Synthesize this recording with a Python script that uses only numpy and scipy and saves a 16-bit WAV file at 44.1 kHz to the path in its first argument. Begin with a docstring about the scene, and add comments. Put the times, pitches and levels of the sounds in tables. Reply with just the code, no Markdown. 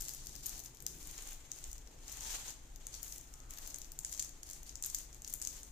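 """A tiled room: foil balloon packets in thin plastic sleeves are drawn from a mailer bag and handled.
Creases snap as the film buckles, fine crackle fills the gaps, and sleeve sliding on sleeve gives a
grainy swish. Underneath sit soft scuffs of the stiff packets, the bag's low rustle and a faint rumble.
The tiles add a short reverb, and two small microphone ports each ring in the treble."""
import sys
import numpy as np
from scipy import signal
from scipy.fft import rfft, irfft, next_fast_len
from scipy.io import wavfile
from scipy.ndimage import uniform_filter1d

SR = 44100
rng = np.random.default_rng(int(sys.argv[2]) if len(sys.argv) > 2 else 0)


def generate_wav(sig):
    """Save sig (samples, or channels by samples) to the path in sys.argv[1] as 16-bit PCM at SR."""
    pcm = np.round(np.clip(np.atleast_2d(sig).T, -1, 1) * 32767).astype(np.int16)
    wavfile.write(sys.argv[1], SR, pcm)


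N = 251899

# Room tone. Swell of the rumble: time_s, level_db
RUMBLE_LEVEL = [(0.0, -46), (0.06, -56.5), (0.63, -53), (0.7, -66), (0.84, -54.5), (0.9, -63), (0.97, -52),
                (1.62, -56.5), (1.69, -44.5), (1.76, -58), (2.24, -54), (5.71, -55.5)]
# Spectra of the rumble and the air: frequency_hz, level_db
RUMBLE_COLOUR = [(8, -16), (18, 1), (28, 4), (38, -9), (52, -7.5), (66, -9.5), (85, -25), (200, -61)]
AIR_COLOUR = [(60, -5.5), (95, -5), (125, 3), (180, -10), (290, -5.5), (420, -11), (600, -14.5),
              (850, -12.5), (1100, -19), (2000, -19.5), (4000, -28), (8000, -29), (15000, -29)]
# How alike left and right are, from 0 (wide) to 1 (mono): frequency_hz, likeness
STEREO_LIKENESS = [(30, 0.98), (130, 0.96), (250, 0.96), (500, 0.68), (1000, 0), (3000, 0.24), (16000, 0)]
# Echoes off floor, walls and ceiling: delay_s, level_db
ECHOES = [(.0085, -13.5), (.0115, -31.5), (0.0165, -17), (.0225, -23.5), (0.059, -27)]
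# Reverb decay: frequency_hz, t60_s
REVERB_T60 = [(300, 0.63), (3000, 0.55), (7000, 0.37), (15000, 0.25)]
# Reverb spectrum: frequency_hz, level_db
REVERB_COLOUR = [(300, -1), (3000, -1.5), (7000, 3), (10000, 1), (15000, 2.5)]

# The mailer bag shifts on the floor: start_s, length_s, level_db
BAG_SHIFTS = [(0.0, .08, -70), (.25, 0.43, -65), (.82, 0.244, -62)]
# A stiff packet resonates as it is scuffed: peak_s, half_length_s, pitch_hz, width_hz, level_db
SCUFFS = [(0.567, 0.11, 735, 80, -67), (1.93, 0.15, 472, 40, -70), (2.293, 0.53, 864, 170, -70),
          (3.453, 0.29, 1280, 110, -72.5), (3.667, 0.28, 647, 400, -69)]
# Sleeve slips over sleeve: start_s, length_s, level_db
SLIPS = [(.5, 0.067, -68), (1.08, 0.26, -60.5), (1.4, 0.27, -68), (2.8, 0.21, -67), (3.5, 0.18, -64)]
# Friction of the long pull that draws one packet from behind the other: time_s, level_db
LONG_PULL = [(1.98, -78), (2.07, -65.5), (2.32, -50), (2.42, -60.5), (2.5, -54.5), (2.58, -83),
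             (2.62, -100)]
# The hands bend a packet: start_s, length_s, level_db, brightness_db
FLEXES = [(0.0, .12, -52.5, 1.5), (0.144, 0.27, -58.5, -10), (0.427, 0.16, -52.5, -3),
          (0.635, 0.043, -62, 4), (.87, 0.12, -57.5, 9), (1, 0.34, -56.5, 1), (1.53, 0.18, -60, 0),
          (2.924, 0.043, -55, -10), (3.018, .14, -52.5, 14), (3.206, 0.18, -67.5, 4),
          (3.495, 0.074, -58.5, 11), (3.607, 0.1, -56, -1), (3.745, 0.12, -64, 1), (4.047, 0.098, -56.5, 1),
          (4.111, 0.14, -56.5, -2), (4.456, 0.12, -58, 2), (4.66, 0.025, -57, -12), (4.828, .19, -54.5, -1),
          (5.127, 0.039, -66, -4), (5.265, 0.084, -58.5, -2), (5.418, .16, -54.5, 0),
          (5.586, 0.094, -63.5, 3)]
# Large creases snap through; crispness is top over ring: time_s, level_db, ring_hz, crispness_db
LARGE_SNAPS = [(0.01, -43.5, 6350, 6), (0.022, -54, 5700, 15), (0.0838, -46, 5600, 2),
               (0.092, -45, 5360, 5), (0.1485, -50, 6600, 7.5), (0.2699, -46.5, 5600, 6),
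               (0.3536, -47, 6350, 1), (0.3615, -52, 5300, 0), (0.4591, -44.5, 6800, 4),
               (0.4647, -47, 7000, 13), (0.4939, -46.5, 5930, 9), (0.6478, -56, 7600, 8),
               (0.7484, -63, 6000, 11), (0.7711, -58, 5600, 3), (0.5932, -50.5, 6500, 7),
               (0.6015, -52, 5600, 9), (0.804, -52, 5650, 4), (0.8238, -50.5, 8400, 6),
               (0.8654, -35.5, 6070, 0), (1.517, -40.5, 7000, -5), (1.6408, -42.5, 6860, -12),
               (1.73, -46, 7230, -1), (1.8741, -55, 5400, -7), (2.0806, -47, 6030, -2),
               (2.8686, -40.5, 8260, -6), (2.9424, -45.5, 5070, -3), (3.0308, -48, 6400, 13.5),
               (3.0811, -50.5, 7800, 3), (3.1243, -44.5, 6670, -20), (3.2117, -52, 8600, -5),
               (3.339, -50.5, 6840, -1), (3.675, -49, 5900, 9), (3.7439, -39.5, 6940, -11),
               (3.8174, -45.5, 6330, -5), (3.9191, -50.5, 6240, 8.5), (3.99, -40, 7160, 0.5),
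               (4.0486, -34.5, 7300, -13), (4.1271, -40.5, 6440, -16), (4.1394, -46, 7700, -13),
               (4.1954, -34, 6100, -9), (4.1993, -37.5, 6500, -8), (4.2248, -38.5, 7200, -16),
               (4.432, -44, 6750, -6), (4.511, -45, 7260, -3), (4.5335, -47, 7600, -3),
               (4.694, -46, 5700, -13), (4.7557, -43.5, 6400, -5), (4.825, -39.5, 7700, 2.5),
               (4.8382, -37, 6440, -14), (4.8468, -37.5, 7900, -4), (4.9, -42, 7200, -6),
               (4.947, -34, 6340, 1.5), (4.9508, -43, 7000, -4), (4.987, -47, 8000, 0),
               (5.1292, -54, 6170, -5), (5.2203, -48.5, 7700, -5), (5.247, -44.5, 5400, 0),
               (5.2768, -43, 7400, -16), (5.3382, -36, 8700, 2), (5.4168, -37.5, 7450, -6),
               (5.4239, -38.5, 7600, -16), (5.4502, -40, 6700, -5), (5.4729, -35, 6960, -8),
               (5.6323, -45, 8550, -15)]
# Spectra of the bag's rustle, the swish and the crackle: frequency_hz, level_db
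BAG_COLOUR = [(50, -21), (100, 1), (140, 3), (200, -7.5), (330, -7), (450, -14.5), (600, -22), (1500, -55)]
SLIDE_COLOUR = [(150, -15), (450, -4), (850, 0), (1400, -1.5), (2300, 0), (3300, 2), (4000, 0.5),
                (5000, -3.5), (7000, 1.5), (10000, -4), (16000, -5)]
CRACKLE_COLOUR = [(300, -15), (1000, -17), (2500, -10.5), (4500, 3), (7000, 0), (10000, 2.5), (14000, 1),
                  (16000, 5)]

# Ring of each microphone port: pitch_hz, width_hz, boost_db
LEFT_PORT = [(6530, 1070, 11.5), (13350, 750, 7)]
RIGHT_PORT = [(7240, 900, 11.5), (14800, 2200, 2.4)]
# Broad tone of each capsule: frequency_hz, gain_db
LEFT_CAPSULE = [(100, 2.5), (2000, 3), (5000, 0), (8000, -1), (11000, -1.5), (15200, -1), (15800, -33.5)]
RIGHT_CAPSULE = [(100, 0), (2000, 1), (4000, 0), (5800, -2), (9000, -2), (11000, -3.5), (13500, -9),
                 (15200, -11), (15800, -26.5)]

REVERB_EDGES_HZ = [100, 1000, 3000, 6000, 9000, 12000, 18000]
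WRINKLE_EDGES_HZ = [300, 2500, 5000, 7500, 11000, 16500]
SNAP_FILL_HZ, SNAP_TOP_HZ = (1230, 4050), (10880, 16900)
TYPICAL_CRACKLE_DB, TYPICAL_SNAP_DB = -56.5, -42.5


def from_db(db):
    """Decibels to gain."""
    return 10 ** (np.asarray(db) / 20)


def rms_one(x):
    """Scale to unit power."""
    return x / np.sqrt(np.mean(x ** 2) + 1e-20)


def in_time(points):
    """Read a level curve sample by sample."""
    return np.interp(np.arange(N) / SR, *np.transpose(points))


def at_hz(points, hz):
    """Read a table on a log-frequency axis."""
    f, value = np.transpose(points)
    return np.interp(np.log(np.maximum(hz, 1)), np.log(f), value)


def panned(pan_db):
    """Left and right gains; positive leans left."""
    return from_db(np.array([[.5], [-.5]]) * pan_db)


def band(x, low_hz, high_hz):
    """Band-pass."""
    return signal.sosfilt(signal.butter(2, [low_hz, high_hz], "band", fs=SR, output="sos"), x)


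def coloured(x, spectrum):
    """Minimum-phase EQ with the given curve."""
    size = 2 * next_fast_len(N // 2 + SR // 4)
    cepstrum = irfft(np.log(from_db(at_hz(spectrum, np.fft.rfftfreq(size, 1 / SR)))))
    cepstrum[1:size // 2] *= 2
    cepstrum[size // 2 + 1:] = 0
    return irfft(rfft(x, size) * np.exp(rfft(cepstrum)))[..., :N]


def resonance(x, hz, width_hz):
    """Two-pole resonance with unity gain at its peak."""
    r = np.exp(-np.pi * width_hz / SR)
    feedback = [1, -2 * r * np.cos(2 * np.pi * hz / SR), r * r]
    return signal.lfilter(np.array([1, 0, -1]) * (1 - r * r) / 2, feedback, x + 1e-18)


def drift(per_s):
    """Smooth random wander at unit power."""
    knots = np.arange(N) / SR * per_s
    return rms_one(np.interp(knots, np.arange(N), rng.standard_normal(N)))


def diffuse_noise(spectrum):
    """A noise bed, near mono in the bass and wide in the treble."""
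    size = next_fast_len(N)
    hz = np.fft.rfftfreq(size, 1 / SR)
    alike = np.clip(at_hz(STEREO_LIKENESS, hz), 0, 1)
    mid, side = rfft(rng.standard_normal((2, size))) * from_db(at_hz(spectrum, hz))
    stereo = np.sqrt(1 + alike) * mid + np.sqrt(1 - alike) * side * [[1], [-1]]
    return rms_one(irfft(stereo, size)[:, :N])


def grains(per_s, spread_db, max_spreads):
    """Tiny random clicks, most weak and a few strong, each radiating unequally to the two sides."""
    born = rng.random(N) < per_s / SR
    sizes = from_db(spread_db * np.minimum(rng.exponential(1, N), max_spreads))
    return rms_one(born * sizes * rng.standard_normal((2, N)))


def gesture(start_s, length_s, attack_s=0.017, sag_db_per_s=6.5, release_s=0.033):
    """Envelope of one hand movement: it sets in quickly, eases off and dies away."""
    t = np.arange(N) / SR - start_s
    attack = np.clip(t / attack_s + .5, 0, 1)
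    sag = from_db(-sag_db_per_s * np.clip(t, 0, length_s))
    return attack * sag * np.exp(-np.maximum(t - length_s, 0) / release_s)


def power_of(movements):
    """Summed power envelope of several movements."""
    return sum((from_db(level_db) * gesture(s, length_s)) ** 2 for s, length_s, level_db in movements)


def room_tone(rumble_trim_db=-1.5, hum_hz=48.3, hum_db=-65, air_db=-65):
    """The bed: a wandering rumble, a wavering low hum and steady air."""
    phase = 2 * np.pi * hum_hz * np.arange(N) / SR + 0.78 * drift(per_s=5.9)
    hum = np.sqrt(2) * from_db(hum_db + 2 * drift(per_s=6.5)) * np.sin(phase)
    rumble = from_db(rumble_trim_db + in_time(RUMBLE_LEVEL)) * diffuse_noise(RUMBLE_COLOUR)
    return rumble + hum + from_db(air_db) * diffuse_noise(AIR_COLOUR)


def room_response(wet_db=-10.5, predelay_s=0.0045, build_s=0.0052):
    """A short gap, a few distinct echoes and a diffuse tail that dies sooner in the treble."""
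    size = 24576
    t, tail = np.arange(size) / SR, 0
    for low, high in zip(REVERB_EDGES_HZ, REVERB_EDGES_HZ[1:]):
        hz = np.sqrt(low * high)
        decay = from_db(at_hz(REVERB_COLOUR, hz) - 60 * t / at_hz(REVERB_T60, hz))
        tail = tail + band(rng.standard_normal((2, size)), low, high) * decay
    swell = 1 - np.exp(-np.maximum(t - predelay_s, 0) / build_s)
    response = from_db(wet_db) * rms_one(tail * swell) / np.sqrt(size)
    for delay_s, echo_db in ECHOES:
        at = ((delay_s + rng.uniform(0, .0006, 2)) * SR).astype(int)
        response[[0, 1], at] += from_db(echo_db)
    return response


def tiled_room(x, patterns=6, patterns_per_s=18):
    """The packets keep moving, so the reverb crossfades from one echo pattern to the next."""
    place = patterns_per_s * np.arange(N) / SR
    out = x
    for k in range(patterns):
        distance = np.abs((place - k) % patterns - patterns / 2)
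        send = np.sqrt(np.maximum(1 - distance, 0))
        out = out + signal.oaconvolve(x * send, room_response(), axes=1)[:, :N]
    return out


def mailer_bag(rest_db=-81):
    """The soft, full bag drags and settles with a low rustle."""
    return np.sqrt(power_of(BAG_SHIFTS) + from_db(rest_db) ** 2) * diffuse_noise(BAG_COLOUR)


def scuffs():
    """Friction swells and fades in one resonance of the packet."""
    t, out = np.arange(N) / SR, 0
    for peak_s, half_length_s, hz, width_hz, level_db in SCUFFS:
        stroke = np.cos(np.pi / 2 * np.clip((t - peak_s) / half_length_s, -1, 1)) ** 2
        ring = rms_one(resonance(rng.standard_normal((2, N)), hz, width_hz))
        out = out + from_db(level_db) * stroke * ring
    return out


def handling(flex_rub_db=-11.5, pull_crackle_db=2.5, pull_bright_db=-8,
             held_crackle_db=-74.5, held_rub_db=-73):
    """Control curves from the hands: bending also rubs, pulling also wrinkles, held film barely stirs."""
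    pull = from_db(in_time(LONG_PULL)) ** 2
    flexes = [power_of([row[:3]]) for row in FLEXES]
    bending = sum(flexes)
    wrinkling = pull * from_db(pull_crackle_db) ** 2 + from_db(held_crackle_db) ** 2
    rubbing = pull + power_of(SLIPS) + bending * from_db(flex_rub_db) ** 2 + from_db(held_rub_db) ** 2
    crackling = bending + wrinkling
    # the loudest movement dominates the brightness
    flex_brightness = sum(power * row[3] for power, row in zip(flexes, FLEXES))
    bright_db = (flex_brightness + wrinkling * pull_bright_db) / crackling
    return 10 * np.log10(crackling), 10 * np.log10(rubbing), bright_db


def sleeve_slide(slide_db, trim_db=2, judder_db=2.5, centre_mix=0.31):
    """Sleeve rubs on sleeve in slips so dense that they blur into a grainy swish."""
    slips = grains(per_s=12000, spread_db=2.5, max_spreads=4.5)
    swish = rms_one(coloured(slips + centre_mix * slips.mean(axis=0), SLIDE_COLOUR))
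    return from_db(slide_db + trim_db + judder_db * drift(per_s=90)) * swish


def crackle(crackle_db, bright_db, trim_db=-1, clump_db=2.5, pan_db=2.5, top_db=2, tick_db=-8):
    """Small wrinkles give way in clumps, more of them the harder the film bends; taut film is brighter."""
    per_s = 11000 * from_db(.5 * (crackle_db - TYPICAL_CRACKLE_DB) + clump_db * drift(per_s=90))
    clicks = grains(per_s, spread_db=2, max_spreads=3.1)
    local_power = uniform_filter1d(np.mean(clicks ** 2, axis=0), size=2048)
    clicks = rms_one(clicks / np.sqrt(local_power + 1e-4))  # even out the slow swings in level
    bands = list(zip(WRINKLE_EDGES_HZ, WRINKLE_EDGES_HZ[1:]))
    wrinkle_size = rng.integers(len(bands), size=N)  # each size sounds in its own band
    fine = sum(band(clicks * (wrinkle_size == k), *edges) for k, edges in enumerate(bands))
    ticks = band(grains(per_s=110, spread_db=1, max_spreads=2), 4000, 12000)  # larger, single wrinkles
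    wrinkles = rms_one(coloured(rms_one(fine) + from_db(tick_db) * rms_one(ticks), CRACKLE_COLOUR))
    top = signal.sosfilt(signal.butter(1, 11000, "high", fs=SR, output="sos"), wrinkles)
    lift = from_db(bright_db + top_db)
    brightened = (wrinkles + (lift - 1) * top) / np.sqrt((1 + lift ** 2) / 2)
    return from_db(crackle_db + trim_db) * panned(pan_db) * brightened


def small_creases(crackle_db, typical_per_s=16, over_crackle_db=7, centre_hz=6800, spread_octaves=0.21):
    """Cues for random lesser snaps, more frequent and stronger the harder the film is bent."""
    effort_db = crackle_db - TYPICAL_CRACKLE_DB
    at = np.flatnonzero(rng.random(N) < typical_per_s * from_db(.5 * effort_db) / SR)
    strength, pitch, crispness = rng.standard_normal((N, 3))[at].T
    snap_db = TYPICAL_CRACKLE_DB + over_crackle_db + 0.36 * effort_db[at] + 2 * strength
    ring_hz = centre_hz * 2 ** np.clip(spread_octaves * pitch, -.5, .5)
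    crisp_db = 2.5 + 4 * crispness
    return list(zip(at / SR, snap_db, ring_hz, crisp_db))


def snaps(creases, trim_db=1.5, pan_db=4, ring_ratio=1.313, flutter_s=0.002, onset_s=0.00049):
    """A crease starts to slip, flips with a sharp crack, and the film flutters for a few milliseconds."""
    size, lead = 768, 96
    t, out = (np.arange(size) - lead) / SR, np.zeros((2, N + size))
    envelope = np.exp(-np.abs(t) / np.where(t < 0, onset_s, flutter_s))
    flutter, signs = rng.standard_normal((2, N + size)), rng.choice([-1, 1], N)
    for time_s, snap_db, ring_hz, crisp_db in creases:
        at = int(np.clip(time_s * SR - lead, 0, N - 1))
        flutter_db = 2 - 0.095 * crisp_db  # a crisp snap flutters less
        pan = rms_one(panned(pan_db + 0.088 * crisp_db))  # and leans further left
        # low-mid fill under the snap, mixed relatively louder for faint ones
        fill_db = -18 - 0.28 * (snap_db - TYPICAL_SNAP_DB)
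        push = from_db(flutter_db) * rms_one(envelope * flutter[:, at:at + size]) / np.sqrt(size)
        push[0, lead] = push[1, lead - 1] = signs[at]  # the crack; the right port is a little nearer
        ring = rms_one(band(push, ring_hz / ring_ratio, ring_hz * ring_ratio))
        fill = from_db(fill_db) * rms_one(band(push, *SNAP_FILL_HZ))
        top = from_db(crisp_db) * rms_one(band(push, *SNAP_TOP_HZ))
        crack = (fill - ring + top) * np.sqrt(SR / 1000 / size)  # ring energy: 1 ms at unit power
        out[:, at:at + size] += from_db(snap_db + trim_db) * pan * crack
    return out[:, :N]


def microphone(x, port, capsule):
    """A narrow port rings on top of the capsule's broad tone."""
    rings = sum((from_db(boost_db) - 1) * resonance(x, hz, width_hz) for hz, width_hz, boost_db in port)
    return coloured(x + rings, capsule)


def scene():
    """Close-up film with room reverb, over dry scuffs, the bag and the room tone."""
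    crackle_db, slide_db, bright_db = handling()
    creases = list(LARGE_SNAPS) + small_creases(crackle_db)
    film = snaps(creases) + crackle(crackle_db, bright_db) + sleeve_slide(slide_db)
    return tiled_room(film) + scuffs() + mailer_bag() + room_tone()


def record(dry):
    """Each microphone colours its side, and a steep low-pass takes off the very top."""
    left = microphone(dry[0], LEFT_PORT, LEFT_CAPSULE)
    right = microphone(dry[1], RIGHT_PORT, RIGHT_CAPSULE)
    return signal.sosfilt(signal.ellip(10, .1, 80, 16600, fs=SR, output="sos"), np.array([left, right]))


dry = scene()
out = record(dry)
generate_wav(out)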